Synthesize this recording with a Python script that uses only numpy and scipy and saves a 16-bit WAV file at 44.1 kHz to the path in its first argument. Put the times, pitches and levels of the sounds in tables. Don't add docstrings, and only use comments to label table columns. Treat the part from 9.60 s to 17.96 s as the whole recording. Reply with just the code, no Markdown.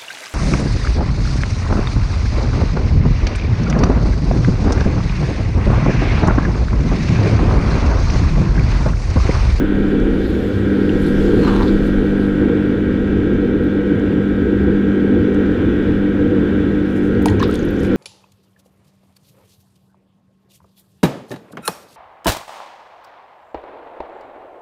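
import sys
import numpy as np
from scipy import signal
from scipy.fft import rfft, irfft, next_fast_len
from scipy.io import wavfile
from scipy.ndimage import uniform_filter1d, map_coordinates

SR = 44100
rng = np.random.default_rng(int(sys.argv[2]) if len(sys.argv) > 2 else 0)


def dump_mix(stems):
    frames = np.atleast_2d(stems).T
    limited = np.clip(frames, -1, 1)
    pcm = np.round(limited * 32767).astype(np.int16)
    wavfile.write(sys.argv[1], SR, pcm)


def natural_amplitude(level_db):
    exponent = np.asarray(level_db, float) / 20
    return 10 ** exponent


N = 368676

# time in seconds, turns per second.
SHAFT_SPEED = [(0, 62), (.6, 60.5), (1.4, 58.5), (1.9, 56), (2.4, 55.8), (2.65, 50.6), (3.15, 49.2),
               (3.55, 49.4), (3.8, 46), (5.3, 45.7), (6.3, 46.3), (6.65, 46.9), (6.8, 47.6), (7.75, 47.6),
               (7.95, 60.4), (8.36, 60.4)]
TONE_ORDERS = [(1, 0), (2, 0), (3, 0), (4, 0), (5, 0), (7, 0), (8, 0), (9, 0), (10, 0), (13, 0), (14, 0),
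               (15, 0), (16, 0), (17, 0), (18, 0), (19, 0), (22, 0), (23, 0), (24, 0), (1, 1), (2, -1),
               (2, -2), (2, 1), (2, 2), (4, 2), (13, 1), (16, -1), (16, 1), (17, 1), (23, 1)]
TONE_LEVELS_DB = [-15, 0, -2, -23.5, -29.5, -46.5, -44, -38, -43.5, -25.5, -26.5, -22, -20.5, -39.5, -45.5,
                  -26.5, -35.5, -40, -45, -13.5, -17.5, -19, -5, -14, -21, -32.5, -38, -30.5, -51, -35]
# time in seconds, level in dB.
HUM_LEVEL = [(0, -18.5), (.56, -22.5), (.83, -28), (1.1, -19.5), (1.4, -20), (2.6, -19), (3.8, -21.5),
             (5.5, -19), (6.2, -21), (6.95, -20.5), (7.28, -21.5), (7.6, -19.5), (7.92, -22), (8.05, -24),
             (8.19, -25), (8.36, -17.5)]
# time in seconds, level in dB.
THROB_LEVEL = [(0, -16.5), (1.1, -33.5), (1.35, -22), (1.95, -22.5), (2.5, -24.5), (3.8, -31), (8.36, -33)]
# centre in Hz, half-power width in Hz, gain in dB.
PANEL_MODES = [(293.3, 3.9, 12)]
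# centre in Hz, half-power width in Hz, relative level in dB.
TRAY_MODES = [(13, 4.8, -14), (30, 19, -8.5), (38.6, 5.1, -6), (65, 12.6, 0), (87.3, 8.6, -3),
              (106.5, 16, -2.5), (162.8, 23, -5), (201, 13, -3.5), (258, 52, -3.5), (309.4, 11, -4),
              (323.8, 13, -2), (352.2, 15, -1), (373.6, 109, -7), (419.7, 50, -7.5), (471, 15, -4),
              (486.6, 29.7, -8.5)]
# centre in Hz, half-power width in Hz, relative level in dB.
HOUSING_MODES = [(767, 24, 7), (1384, 34, 6), (1450, 20, 8.5), (1580, 180, 5), (1777, 33, 3),
                 (1885, 88, -1.5), (2298, 52, 0), (2780, 22, -7.5), (2960, 34, -6), (3110, 36, -2.5),
                 (3434, 77, -3.5), (4980, 200, -23), (5900, 340, -26), (7130, 300, -30)]
# frequency in Hz, relative level in dB.
WHIRR_COLOUR = [(300, -11.5), (520, 17), (640, 3), (1100, -2), (2000, -2.5), (3700, -10.5), (4600, -29.5),
                (7000, -34.5), (12000, -40.5), (16000, -43)]
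# frequency in Hz, relative level in dB.
CLOTH_COLOUR = [(1500, -34), (3000, 9.5), (4200, 7), (5500, -2), (7200, -6.5), (9000, -11), (12000, -12.5),
                (16000, -20.5)]
# frequency in Hz, relative level in dB.
DRAG_COLOUR = [(500, -22), (750, 1.5), (1100, 5.5), (1500, -1.5), (2200, -11.5), (3400, -12.5),
               (4200, -13.5), (4800, -22.5), (16000, -46.5)]
# time in seconds, level in dB.
RUSTLE_LEVEL = [(0, -53), (.74, -47), (1.13, -49), (1.5, -43), (1.96, -43), (2.31, -47.5), (2.89, -53),
                (3.6, -56), (7.2, -55), (7.7, -52.5), (8.36, -50.5)]
# start in seconds, end in seconds,
# level in dB before the fades, centre in Hz, width in octaves.
RUBS = [(.6, 0.923, -62, 11400, .5), (.62, .92, -65, 7600, .5), (1.358, 1.585, -57, 9200, 1.1),
        (1.58, 1.72, -57, 7000, .4), (1.769, 2.138, -62.5, 6450, 2.4), (1.81, 1.95, -41, 4160, 0.22),
        (1.973, 2.132, -41, 3930, 0.73), (2.203, 2.316, -57.5, 8240, 2), (2.541, 2.745, -63.5, 8600, 1.2),
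        (7.24, 7.57, -58.5, 6840, 2.2), (7.657, 7.764, -37, 890, 0.63), (7.806, 7.857, -33.5, 2480, 1.7),
        (7.858, 7.993, -43.5, 3300, 1.5), (8.206, 8.293, -51, 4580, 3.1)]
# start in seconds, level in dB before onset and decay,
# pitch in Hz, 60 dB decay in seconds.
TRAY_BUMPS = [(0.931, -12, 98.9, 0.57), (7.688, -7, 97.5, 0.46)]
# start in seconds, level in dB before onset and decay, starting pitch in Hz,
# half the share by which the pitch climbs over the ring (negative falls), 60 dB decay in seconds.
BUBBLE_RINGS = [(7.658, -8.5, 890, 0.078, 0.034), (7.661, -15, 723, 0, 0.066),
                (7.685, -18, 1920, -0.051, 0.031), (7.801, -18, 1017, 0.23, .081),
                (7.814, -20, 1760, -.18, 0.066), (7.827, -8.5, 1225, -0.57, 0.033),
                (7.89, -19.5, 1252, .3, .071)]
# start in seconds, starting level of the body in dB,
# centre in Hz, width in octaves.
SPLAT_BURSTS = [(.401, -44, 5000, 1.3), (1.294, -25, 2920, 0.57), (1.465, -46.5, 9750, .46),
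                (3.733, -51.5, 5400, 1.2), (4.04, -53, 11500, 0.49), (4.397, -50, 6000, 1.2),
                (5.745, -47, 5980, 1.2), (7.621, -40.5, 8940, 3), (7.627, -42.5, 12100, 1.8),
                (7.658, -19, 3540, 3), (7.659, -31.5, 9370, 0.21), (7.684, -25, 2970, 1.4),
                (7.795, -26.5, 2660, .37), (7.802, -36, 5220, .8), (7.826, -38, 3850, 3.8),
                (7.83, -23.5, 3690, 0.27), (7.838, -34, 4930, 0.28), (7.878, -46, 12950, 0.72),
                (7.9, -45, 11200, 2), (7.912, -40.5, 6600, 2.2), (7.939, -36, 3340, 0.48),
                (7.942, -38, 9650, 0.59), (7.95, -31, 3590, 0.32), (7.956, -35, 5350, 2),
                (7.992, -40, 6370, .3), (8.029, -42.5, 5860, .4), (8.051, -45, 10900, .5),
                (8.106, -43.5, 13100, .44), (8.233, -40.5, 5900, 1.8), (8.249, -30.5, 2390, 2.3)]
# start in seconds, end in seconds,
# starting level of each drop in dB, middle pitch in Hz.
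SPATTER_SPANS = [(7.655, 7.709, -41, 3470), (7.796, 7.861, -37, 3780), (7.871, 8.276, -48, 5460)]

RIPPLE_HZ = 99.838
GEARING = 11.7
WAVER_DB = 0.7
TRAY_DB, WHIRR_DB = -17.5, -31.5
TRAY_FOLLOWS, WHIRR_FOLLOWS = 0.22, 0.3
WHIRR_DB_PER_TURN = 0.08
LUMPS_PER_S, LUMP_DB = 2.2, 2.6
DRAG_START_S, DRAG_ATTACK_S, DRAG_HOLD_S, DRAG_RELEASE_S = 1.766, 0.11, 0.17, 0.074
DRAG_DB, DRAG_FROM_DB, DRAG_SAG_DB, DRAG_OFF_DB = -27.5, -16, -2.5, -14
SPLAT_T60_S, NARROW_T60_S = 0.012, 0.0087
CRACK_DB, CRACK_T60_S = -8, 0.003
DROPS_EACH = 16
DROP_SPREAD_OCTAVES, DROP_WIDTH_OCTAVES = 0.47, 0.55


def unit(x):
    return x / np.sqrt(np.mean(x ** 2) + 1e-20)


def curve(rows):
    s, values = np.transpose(rows)
    return np.interp(np.arange(N) / SR, s, values)


def wobble(rate):
    knots = rng.standard_normal(int(N * rate / SR) + 4)
    return map_coordinates(knots, [np.arange(N) * rate / SR])


def slope(points, hz):
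    f, db = np.transpose(points)
    return natural_amplitude(np.interp(np.log(hz + 1), np.log(f + 1), db))


def peaks(modes, hz):
    return np.sqrt(sum(natural_amplitude(db) ** 2 / (1 + (2 * (hz - c) / w) ** 4) for c, w, db in modes))


def hump(hz, centre_hz, octaves):
    return np.exp(-(np.log2((hz + 1) / centre_hz) * 2 / octaves) ** 2)


def coloured(x, gain):
    m = next_fast_len(N + 8192)
    spectrum = rfft(x, m) * gain(np.fft.rfftfreq(m, 1 / SR))
    return unit(irfft(spectrum, m)[:N])


def banded_noise(x, centre_hz, octaves):
    band = hump(np.fft.rfftfreq(len(x), 1 / SR), centre_hz, octaves)
    return unit(irfft(rfft(x) * band, len(x)))


def patchy(x, depth_db):
    z = signal.stft(x, nperseg=512)[2]
    field = uniform_filter1d(rng.standard_normal(z.shape), size=9, axis=0)
    field = uniform_filter1d(field, size=11, axis=1)
    return signal.istft(z * natural_amplitude(depth_db * unit(field)), nperseg=512)[1][:N]


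def grit(rate, spread_db):
    slips = rng.standard_normal(N) * (rng.random(N) < rate / SR)
    return slips * natural_amplitude(spread_db * rng.standard_normal(N))


def ring(db, pitch_hz, rise, t60):
    t = np.arange(round(t60 * SR)) / SR
    start = 1 - np.exp(-t * 40 / t60)
    return natural_amplitude(db - 60 * t / t60) * start * np.sin(2 * np.pi * pitch_hz * (t + rise * t ** 2 / t60))


def add(out, s, sound):
    part = out[round(s * SR):][:len(sound)]
    part += sound[:len(part)]


def studio(x):
    t = np.arange(SR // 4) / SR
    tail = rng.standard_normal(len(t)) * natural_amplitude(-60 * t / 0.29) * (t > 0.004)
    return signal.fftconvolve(x, tail / np.linalg.norm(tail))[:N]


def bumps():
    out = np.zeros(N)
    for s, db, hz, t60 in TRAY_BUMPS:
        add(out, s, ring(db, hz, 0, t60))
    return out


def sleeves():
    cloth = coloured(patchy(rng.standard_normal(N), depth_db=1.7), lambda hz: slope(CLOTH_COLOUR, hz))
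    return natural_amplitude(curve(RUSTLE_LEVEL) + 0.59 * wobble(19)) * cloth


def rubs():
    out = np.zeros(N)
    slips = grit(rate=2200, spread_db=-0.5) * natural_amplitude(3.9 * wobble(40))
    for start, end, db, centre_hz, octaves in RUBS:
        rub = slips[round(start * SR):round(end * SR)]
        fade = np.sqrt(np.hanning(len(rub)))
        add(out, start, natural_amplitude(db) * fade * banded_noise(rub, centre_hz, octaves))
    return out


def finger_drag():
    slips = patchy(grit(rate=1600, spread_db=3.5), depth_db=3.5)
    drag = coloured(slips, lambda hz: slope(DRAG_COLOUR, hz))
    corners = np.cumsum([DRAG_START_S, DRAG_ATTACK_S, DRAG_HOLD_S, DRAG_RELEASE_S])
    levels_db = [DRAG_FROM_DB, 0, DRAG_SAG_DB, DRAG_OFF_DB]
    press_db = np.interp(np.arange(N) / SR, corners, levels_db, left=-np.inf, right=-np.inf)
    return natural_amplitude(DRAG_DB + press_db + 1.1 * wobble(40)) * drag


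def spatter():
    rows = []
    for start, end, db, centre_hz in SPATTER_SPANS:
        when = start + rng.random(DROPS_EACH) * (end - start)
        pitch_hz = centre_hz * 2 ** (DROP_SPREAD_OCTAVES * rng.standard_normal(DROPS_EACH))
        rows += [(s, db, hz, DROP_WIDTH_OCTAVES) for s, hz in zip(when, pitch_hz)]
    return rows


def splats():
    out, t = np.zeros(N), np.arange(SR // 10) / SR
    for s, db, centre_hz, octaves in SPLAT_BURSTS + spatter():
        spray = banded_noise(rng.standard_normal(len(t)), centre_hz, octaves)
        body = natural_amplitude(db - 60 * t / (SPLAT_T60_S + NARROW_T60_S / octaves))
        crack = octaves * natural_amplitude(db + CRACK_DB - 60 * t / CRACK_T60_S)
        add(out, s, (body + crack) * spray)
    return out


def bubbles():
    out = np.zeros(N)
    for s, db, pitch_hz, rise, t60 in BUBBLE_RINGS:
        pop = ring(db, pitch_hz, rise, t60)
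        churn = map_coordinates(rng.standard_normal(64), [np.arange(len(pop)) * 300 / SR])
        add(out, s, pop * (1 + 0.27 * churn))
    return out


def tray_rumble(swing_db, turn):
    tray = coloured(rng.standard_normal(N), lambda hz: peaks(TRAY_MODES, hz) * (hz > 52))
    throb = coloured(rng.standard_normal(N), lambda hz: peaks(TRAY_MODES, hz) * (hz <= 52))
    tray_db = TRAY_DB + TRAY_FOLLOWS * swing_db + 0.34 * turn + 1.4 * wobble(5.2)
    throb_db = curve(THROB_LEVEL) + LUMP_DB * wobble(LUMPS_PER_S)
    return natural_amplitude(tray_db) * tray + natural_amplitude(throb_db) * throb


def housing_whirr(swing_db, ripple, shaft_hz):
    sparks = rng.standard_normal(N) * (1 + 0.063 * np.cos(ripple))
    whirr = coloured(patchy(sparks, depth_db=0.43),
                     lambda hz: np.hypot(slope(WHIRR_COLOUR, hz), peaks(HOUSING_MODES, hz)))
    speed_db = WHIRR_DB_PER_TURN * (shaft_hz - shaft_hz.mean())
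    return natural_amplitude(WHIRR_DB + WHIRR_FOLLOWS * swing_db + speed_db + 0.69 * wobble(3.5)) * whirr


def motor_tones(ripple, shaft, shaft_hz):
    hum = 0
    for (m, n), db in zip(TONE_ORDERS, TONE_LEVELS_DB):
        lift = np.hypot(1, peaks(PANEL_MODES, m * RIPPLE_HZ + n * shaft_hz)) if n else 1
        path = rng.standard_normal() * (0.6 if m > 12 else np.pi)
        tone = np.sqrt(2) * np.cos(m * ripple + n * shaft + path)
        hum = hum + lift * natural_amplitude(db + WAVER_DB * wobble(3.2)) * tone
    return hum


def wheel():
    hum_db, shaft_hz = curve(HUM_LEVEL), curve(SHAFT_SPEED)
    swing_db = hum_db - hum_db.mean()
    ripple = 2 * np.pi * RIPPLE_HZ * np.arange(N) / SR
    shaft = 2 * np.pi * np.cumsum(shaft_hz) / SR + 0.065 * wobble(2.1)
    turn = np.cos(shaft / GEARING)
    hum = natural_amplitude(hum_db + 0.48 * turn) * motor_tones(ripple, shaft, shaft_hz)
    return hum + tray_rumble(swing_db, turn) + housing_whirr(swing_db, ripple, shaft_hz)


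def scene():
    hands = sleeves() + rubs() + finger_drag()
    water = splats() + bubbles()
    return (wheel() + hands + bumps() + water + natural_amplitude(-12.5) * studio(water))[None]


def top_cut(x):
    return signal.sosfilt(signal.butter(12, 15830, fs=SR, output="sos"), x)


def record(dry):
    hardness = 3.6
    soft = dry / (1 + np.abs(dry / 0.8) ** hardness) ** (1 / hardness)
    return top_cut(soft)


dry = scene()
out = record(dry)
dump_mix(out)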